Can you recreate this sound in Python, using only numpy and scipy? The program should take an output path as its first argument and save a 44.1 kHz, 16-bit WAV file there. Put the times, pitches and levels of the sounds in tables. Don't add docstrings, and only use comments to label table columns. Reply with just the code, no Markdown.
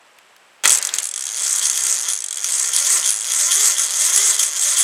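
import sys
import numpy as np
from scipy import signal
from scipy.fft import rfft, irfft, next_fast_len
from scipy.io import wavfile
from scipy.ndimage import uniform_filter1d, map_coordinates

SR = 44100
rng = np.random.default_rng(int(sys.argv[2]) if len(sys.argv) > 2 else 0)


def wav_out(sig):
    wavfile.write(sys.argv[1], SR, np.round(np.clip(np.atleast_2d(sig).T, -1, 1) * 32767).astype(np.int16))


N = 213172

CRUISE_HZ = 250
SINGLE_HZ = 135


def amp(db):
    return 10 ** (np.asarray(db) / 20)


def unit(x):
    return x / np.sqrt(np.mean(x ** 2) + 1e-20)


def along(points, hz):
    point_hz, value = np.transpose(points)
    return np.interp(np.log(hz + 1), np.log(point_hz + 1), value)


def curves(rows, t_s):
    row_s, *cols = np.transpose(rows)
    return [np.interp(t_s, row_s, col) for col in cols]


def filtered(x, response):
    size = next_fast_len(N + SR // 2)
    hz = np.fft.rfftfreq(size, 1 / SR)
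    return irfft(rfft(x, size) * response(hz), size)[..., :N]


def hiss(spectrum):
    return unit(filtered(rng.standard_normal(N), lambda hz: amp(along(spectrum, hz))))


# start_s, early_level_db, casting_over_ring_db
SINGLE_BLOWS = [(0.6373, -16, 14), (0.6474, -18, 19), (0.6502, -15.5, 28), (0.6555, -3, 10.5),
                (0.662, -15.5, 10), (0.676, -5.5, 2), (0.6825, -15, 4), (0.695, -5, -4), (0.704, -7.5, 3),
                (0.712, -10, 3), (0.7197, -7, -7), (0.7274, -9.5, -7), (0.7343, -11, -10), (0.741, -13, -9),
                (0.748, -11, -4), (0.7564, -12, 0), (0.773, -13.5, 0), (0.785, -14.5, -4), (0.826, -13, 6),
                (0.85, -11, 3), (0.871, -14, 0), (0.8904, -18, 17), (0.9387, -10.5, 7.5), (0.9581, -21, -2),
                (0.963, -25, 5), (0.9851, -9, 4.5), (1.0005, -21, 0), (1.5281, -11, -20),
                (1.5601, -13.5, -12), (1.5937, -14, -2), (1.6581, -16, 0), (1.6985, -8, -0.5),
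                (1.9261, -8.5, -6), (2.0115, -16, -5), (2.1333, -13, 1), (2.4434, -12, 0),
                (2.7629, -8.5, -4), (2.7745, -16, 11), (2.867, -12.5, 1.5), (3.0758, -10.5, 2),
                (3.091, -11, 1), (3.1046, -10.5, -1), (3.1281, -20, 7)]
# time_s, level_db
SLOW_LEVEL = [(1.0, 4.5), (1.07, -3.5), (1.3, 0.5), (1.5, -1.5), (1.87, 0), (2.0, 3), (2.2, -3), (2.43, 0),
              (2.6, -1), (2.93, 1), (3.02, 1), (3.09, 4), (3.17, 0), (3.27, 1), (3.5, -0.03), (4.25, 0.3),
              (4.5, 0), (4.83, -0.6)]
BLOW_DB, BLOW_DB_PER_OCTAVE = -19, 2.86
LOADED_DB, LOADED_HZ = 10, 70
PICKUP_DB = 1


def teeth(start_s, rate_hz, turn_teeth, slack):
    luck = rng.standard_normal((len(start_s), 3))
    start_s = start_s + (.02 + .12 * slack) * luck[:, 2] / rate_hz
    single_s, single_db, single_casting_db = np.transpose(SINGLE_BLOWS)
    free = np.abs(start_s[:, None] - single_s).min(axis=1) > .0025

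    near_235_hz = np.exp(-((rate_hz - 235) / 40) ** 2)
    uneven_db = near_235_hz * 4.5 * np.cos(2 * np.pi * turn_teeth / 3.5) + (1.2 + .8 * slack) * luck[:, 0]
    speed_db = BLOW_DB_PER_OCTAVE * np.log2(rate_hz / CRUISE_HZ)
    load_db = LOADED_DB / (1 + (rate_hz / LOADED_HZ) ** 4)
    pickup_db = PICKUP_DB * np.tanh(np.maximum(np.gradient(rate_hz) / 6, 0))
    blow_db = BLOW_DB + speed_db + load_db + pickup_db
    blow_db = blow_db + wheel(turn_teeth)[0] + curves(SLOW_LEVEL, start_s)[0] + uneven_db
    casting_db = (3 - 4.0 * slack) * luck[:, 1]

    running = np.array([start_s, blow_db, casting_db])[:, free]
    single = np.array([single_s, single_db, single_casting_db])
    return blows(*np.c_[single, running], minor_db=-9, snap_db=4.5, snap_t60_s=0.0024, drift_db=2)


# mode_hz, width_hz, level_db
METAL = [(3234, 76, -7.5), (3410, 135, -3), (4663, 123, -6.5), (6430, 900, 20), (6560, 480, 19.5),
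         (7260, 270, -14.5), (7570, 27, -8), (8110, 990, -9.5), (9160, 41, -2), (10334, 136, 5)]
# mode_hz, level_db
CLATTER = [(710, -47), (1200, -12.5), (2800, -10.5), (3300, -8), (4940, -2), (6480, 5), (8230, 8.5),
           (11500, -8), (15200, -18.5), (16200, -38)]
# mode_hz, t60_s
CLATTER_T60 = [(1500, 0.031), (6000, 0.022), (11000, 0.028), (15000, 0.014)]
TREBLE_DB_PER_OCTAVE = 1.5


def blows(start_s, early_db, casting_db, minor_db, snap_db, snap_t60_s, drift_db):
    t = np.arange(SR // 20) / SR
    main_hz, width_hz, main_db = np.transpose(METAL)
    minor_hz = np.linspace(1200, 16000, 120) + 55 * rng.uniform(-1, 1, 120)
    hz = np.r_[main_hz, minor_hz]
    level_db = np.r_[main_db, along(CLATTER, minor_hz) + minor_db]
    t60_s = np.r_[np.log(1000) / (np.pi * width_hz), along(CLATTER_T60, minor_hz)]

    ring = amp(-60 * t / t60_s[:, None])
    snap = amp(snap_db + 7.8 * (hz[:, None] > 11000) - 60 * t / snap_t60_s)
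    attack = (1 - np.exp(-t / .0004)) ** 2
    modes = (ring + snap) * attack * np.exp(2j * np.pi * hz[:, None] * t)

    turn_teeth = np.interp(start_s * SR, np.arange(N), teeth_passed()[1])
    bell_db, flange_db, cover_db = wheel(turn_teeth)[1:]
    casting = np.clip((5500 - hz) / 1200, 0, 1)
    bell = np.abs(hz - 3320) < 250
    flange = np.abs(hz - 8150) < 850
    cover = np.clip(np.minimum(hz - 8950, 11500 - hz) / 500, 0, 1)
    parts_db = np.outer(bell_db, bell) + np.outer(flange_db, flange) + np.outer(cover_db, cover)
    octaves = np.log2(curves(TOOTH_RATE, start_s)[0] / CRUISE_HZ) * (start_s > TOOTH_RATE[0][0])
    parts_db = parts_db + np.outer(TREBLE_DB_PER_OCTAVE * octaves, hz > 11500)

    field = rng.standard_normal((150, 20))
    drift = map_coordinates(field, np.meshgrid(start_s * 28, hz / 900, indexing="ij"), order=1)
    strength = amp(level_db + np.outer(casting_db, casting) + parts_db + drift_db * drift)

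    draw = rng.standard_normal((len(start_s), len(hz), 2))
    draw = draw[..., 0] + 1j * draw[..., 1]
    draw[:, :len(METAL)] /= np.abs(draw[:, :len(METAL)]) ** .8
    rings = ((strength * draw) @ modes).real

    early_rms = np.sqrt(np.mean(rings[:, :SR // 600] ** 2, axis=1))
    rings = rings * (amp(early_db) / early_rms)[:, None]
    at = np.round(start_s * SR).astype(int)[:, None] + np.arange(len(t))
    out = np.bincount(at.ravel(), rings.ravel(), N + SR)[:N]
    return signal.sosfilt(signal.butter(3, 600, "high", fs=SR, output="sos"), out)


# angle_deg, blow_db, flywheel_bell_db, flange_db, thin_cover_db
WHEEL = [(0, 3.5, 0, -2, 4.5), (30.4, 0.5, 4.5, 2.5, 0.5), (61, -1.5, 4.5, -4, -3),
         (91, 0.5, 3, -6.5, -3.5), (124, -.5, 0.5, 0.5, -.5), (157, 2, 1, 5.5, -3.8),
         (181, 1.5, -2, -3.5, 0.5), (214, 2.5, -4.5, 4, -7), (262, 0, 2.5, -5, -2),
         (278, -1, -0.7, -1.3, -3), (303, -5.5, 10.5, -4.5, -3), (318, 1.5, 8.5, -3.7, -1.5)]
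RING_TEETH = 95


def wheel(turn_teeth):
    angle_deg, *cols = np.transpose(WHEEL)
    turned_deg = 360 * turn_teeth / RING_TEETH
    return [np.interp(turned_deg, angle_deg, col, period=360) * (turn_teeth > 0) for col in cols]


# time_s, tooth_rate_hz
TOOTH_RATE = [(1.02, 103.7), (1.075, 52.2), (1.125, 34.3), (1.185, 67.2), (1.245, 63.8), (1.3, 103.6),
              (1.36, 123.2), (1.43, 233.1), (1.66, 245.0), (1.76, 222.8), (1.88, 234.4), (1.93, 214.5),
              (1.975, 141.5), (2.015, 98.2), (2.09, 230.5), (2.14, 103.7), (2.2, 60.5), (2.29, 38.4),
              (2.36, 74.5), (2.41, 106.7), (2.52, 224.1), (2.71, 234.2), (2.84, 292.3), (2.9, 385.2),
              (2.96, 385.3), (3.0, 239.7), (3.07, 199.8), (3.1, 106.3), (3.2, 106.5), (3.245, 114.4),
              (3.32, 238.0), (3.65, 443.0), (3.755, 219.0), (3.81, 290.0), (3.9, 165.0), (4.02, 309.0),
              (4.26, 441.0), (4.375, 220.0), (4.41, 291.0), (4.52, 141.0), (4.64, 282.0), (4.84, 405.0)]


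def teeth_passed():
    t = np.arange(N) / SR
    rate_hz = curves(TOOTH_RATE, t)[0] * (t >= TOOTH_RATE[0][0])
    return rate_hz, np.cumsum(rate_hz) / SR


def tooth_times():
    rate_hz, turn_teeth = teeth_passed()
    at = np.flatnonzero(np.diff(np.floor(turn_teeth)))
    slowing = uniform_filter1d(np.clip(-np.gradient(rate_hz) * SR / 2000, 0, 1), SR // 25)
    slack = 0.69 * slowing[at] * (rate_hz[at] > SINGLE_HZ) + (rate_hz[at] - 150) / 300
    return at / SR, rate_hz[at], turn_teeth[at], np.clip(slack, 0, 1)


# mode_hz, width_hz, level_db
CASE = [(404.4, 24, -6.5), (592, 33, 0.5), (1021, 42, -0.5), (1375, 45, 6), (1787, 20, 9), (2052, 100, 5.5)]
# freq_hz, level_db
PUSH = [(120, -68), (220, -20), (420, -21), (1300, -7.5), (2500, -70)]


def push_response(hz):
    case = 0
    for k, (mode_hz, width_hz, db) in enumerate(CASE):
        damping = 1j * hz * width_hz
        case = case + (-1) ** k * amp(db) * damping / (mode_hz * mode_hz - hz * hz + damping)
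    return case + amp(along(PUSH, hz))


# freq_hz, level_db_per_hz
DRONE = [(110, -53), (200, -9), (300, -7), (420, -0.5), (2070, 8.5), (3300, 2), (8000, 2.5), (12000, -35),
         (16000, -55)]
MOTOR_DB, MOTOR_DB_PER_OCTAVE = -34, 2
INRUSH_S, INRUSH_DB, INRUSH_DB_PER_S = .64, -19, 78


def motor(start_s, rate_hz):
    t = np.arange(N) / SR
    size = np.clip(rate_hz / 400, 0, 1) ** .8 * (rate_hz > SINGLE_HZ)
    size = size * amp(2.5 * rng.standard_normal(len(start_s)))
    late = .03 * rng.standard_normal(len(start_s))
    late = late + .06 * uniform_filter1d(rng.standard_normal(len(start_s)), 6)
    at = np.clip(np.round((start_s + late / rate_hz) * SR).astype(int), 0, N - 1)
    pushes = np.bincount(at, size, N)

    whine = amp(-6) * unit(filtered(pushes, push_response))
    noise = amp(-3) * hiss(DRONE)
    speed_db = MOTOR_DB_PER_OCTAVE * np.log2(curves(TOOTH_RATE, t)[0] / CRUISE_HZ)
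    running = amp(MOTOR_DB + curves(SLOW_LEVEL, t)[0] + speed_db)
    surge = amp(INRUSH_DB - INRUSH_DB_PER_S * (t - INRUSH_S))
    return (t > INRUSH_S) * np.hypot(running, surge) * (noise + whine)


# start_s, level_db
SLAM = [(.638, -22), (.655, -6.5)]
# mode_hz, level_db, t60_s
SLAM_MODES = [(232, -25.5, 0.061), (595, -15, 0.045), (1360, -6.5, 0.046), (1953, 5.5, 0.018),
              (2560, 2, 0.017)]


def slam():
    out, t = np.zeros(N), np.arange(SR // 4) / SR
    attack = 1 - np.exp(-t / 0.00042)
    for start_s, db in SLAM:
        ring = 0
        for hz, level_db, t60_s in SLAM_MODES:
            ring = ring + amp(level_db - 60 * t / t60_s) * np.sin(2 * np.pi * (hz * t + rng.random()))
        out[round(start_s * SR):][:len(t)] += amp(db) * ring * attack
    return out


# time_s, level_db
SPARKS = [(.64, -25), (.82, -28.5), (.91, -37), (1.0, -31), (1.12, -48)]


def sparks():
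    draw = rng.random((70, 2))
    first_s, last_s = SPARKS[0][0], SPARKS[-1][0]
    at = ((first_s + (last_s - first_s) * draw[:, 0]) * SR).astype(int)
    extra_db = -4.5 * np.log(draw[:, 1] + 1e-3)
    spikes = np.bincount(at, amp(curves(SPARKS, at / SR)[0] + extra_db), N)
    t = np.arange(SR // 100) / SR
    noise = hiss([(1500, -22.0), (7000, 0), (13000, -10), (16000, -30)])[:len(t)]
    crack = amp(-60 * t / 0.0079) * noise
    return signal.fftconvolve(spikes, crack)[:N]


# freq_hz, t60_s
GARAGE = [(300, 0.82), (3000, 0.096), (12000, 0.041)]


def garage(x):
    hz, t, z = signal.stft(rng.standard_normal(SR // 2), SR, nperseg=256)
    decay = amp(-60 * t / along(GARAGE, hz)[:, None])
    tail = signal.istft(z * decay, SR, nperseg=256)[1]
    return signal.fftconvolve(np.pad(x, (250, 0)), tail / np.linalg.norm(tail))[:N]


# freq_hz, level_db_per_hz
ROOM_TONE = [(24, -43), (40, -10), (199, -5.5), (243, -6.5), (433, 0.5), (965, 3.5), (3000, -1),
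             (3800, -6.5), (7000, -12), (8500, -11.5), (15000, -27), (16000, -60)]
# freq_hz, level_db_per_hz
BUZZ = [(7100, -20), (7450, -3), (7650, 1), (7860, 2), (8000, -14), (8500, -25)]
# start_s, level_db
TICKS = [(0.1867, -25.5), (0.3641, -27)]
ROOM_DB, MAINS_HZ = -52, 60


def room_tone():
    t = np.arange(N) / SR
    pulses = np.diff(np.floor(MAINS_HZ * t), prepend=0) * amp(1.5 * rng.standard_normal(N))
    buzz = unit(filtered(pulses, lambda hz: amp(along(BUZZ, hz)) * (np.abs(hz - 7800) < 700)))
    sink = amp(np.interp(t, [.7, 1.2], [0, -12]))
    out = amp(ROOM_DB) * (hiss(ROOM_TONE) + amp(-15.5) * buzz) * sink
    tick_t = t[:SR // 50]
    for start_s, db in TICKS:
        noise = hiss([(400, -28), (2000, 4), (16000, -14)])[:len(tick_t)]
        out[round(start_s * SR):][:len(tick_t)] += amp(db - 11.5 - 60 * tick_t / 0.015) * noise
    return out


def scene():
    start_s, rate_hz, turn_teeth, slack = tooth_times()
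    near = teeth(start_s, rate_hz, turn_teeth, slack) + slam() + motor(start_s, rate_hz) + sparks()
    return (near + amp(-14.5) * garage(near) + room_tone())[None]


TOP_HZ, BASS_CUT_HZ = 16300, 110


def record(dry):
    held = dry / (1 + np.abs(dry) ** 12) ** (1 / 12)
    return filtered(held, lambda hz: (hz < TOP_HZ) * hz ** 2 / (hz ** 2 + BASS_CUT_HZ ** 2))


dry = scene()
out = record(dry)
wav_out(out)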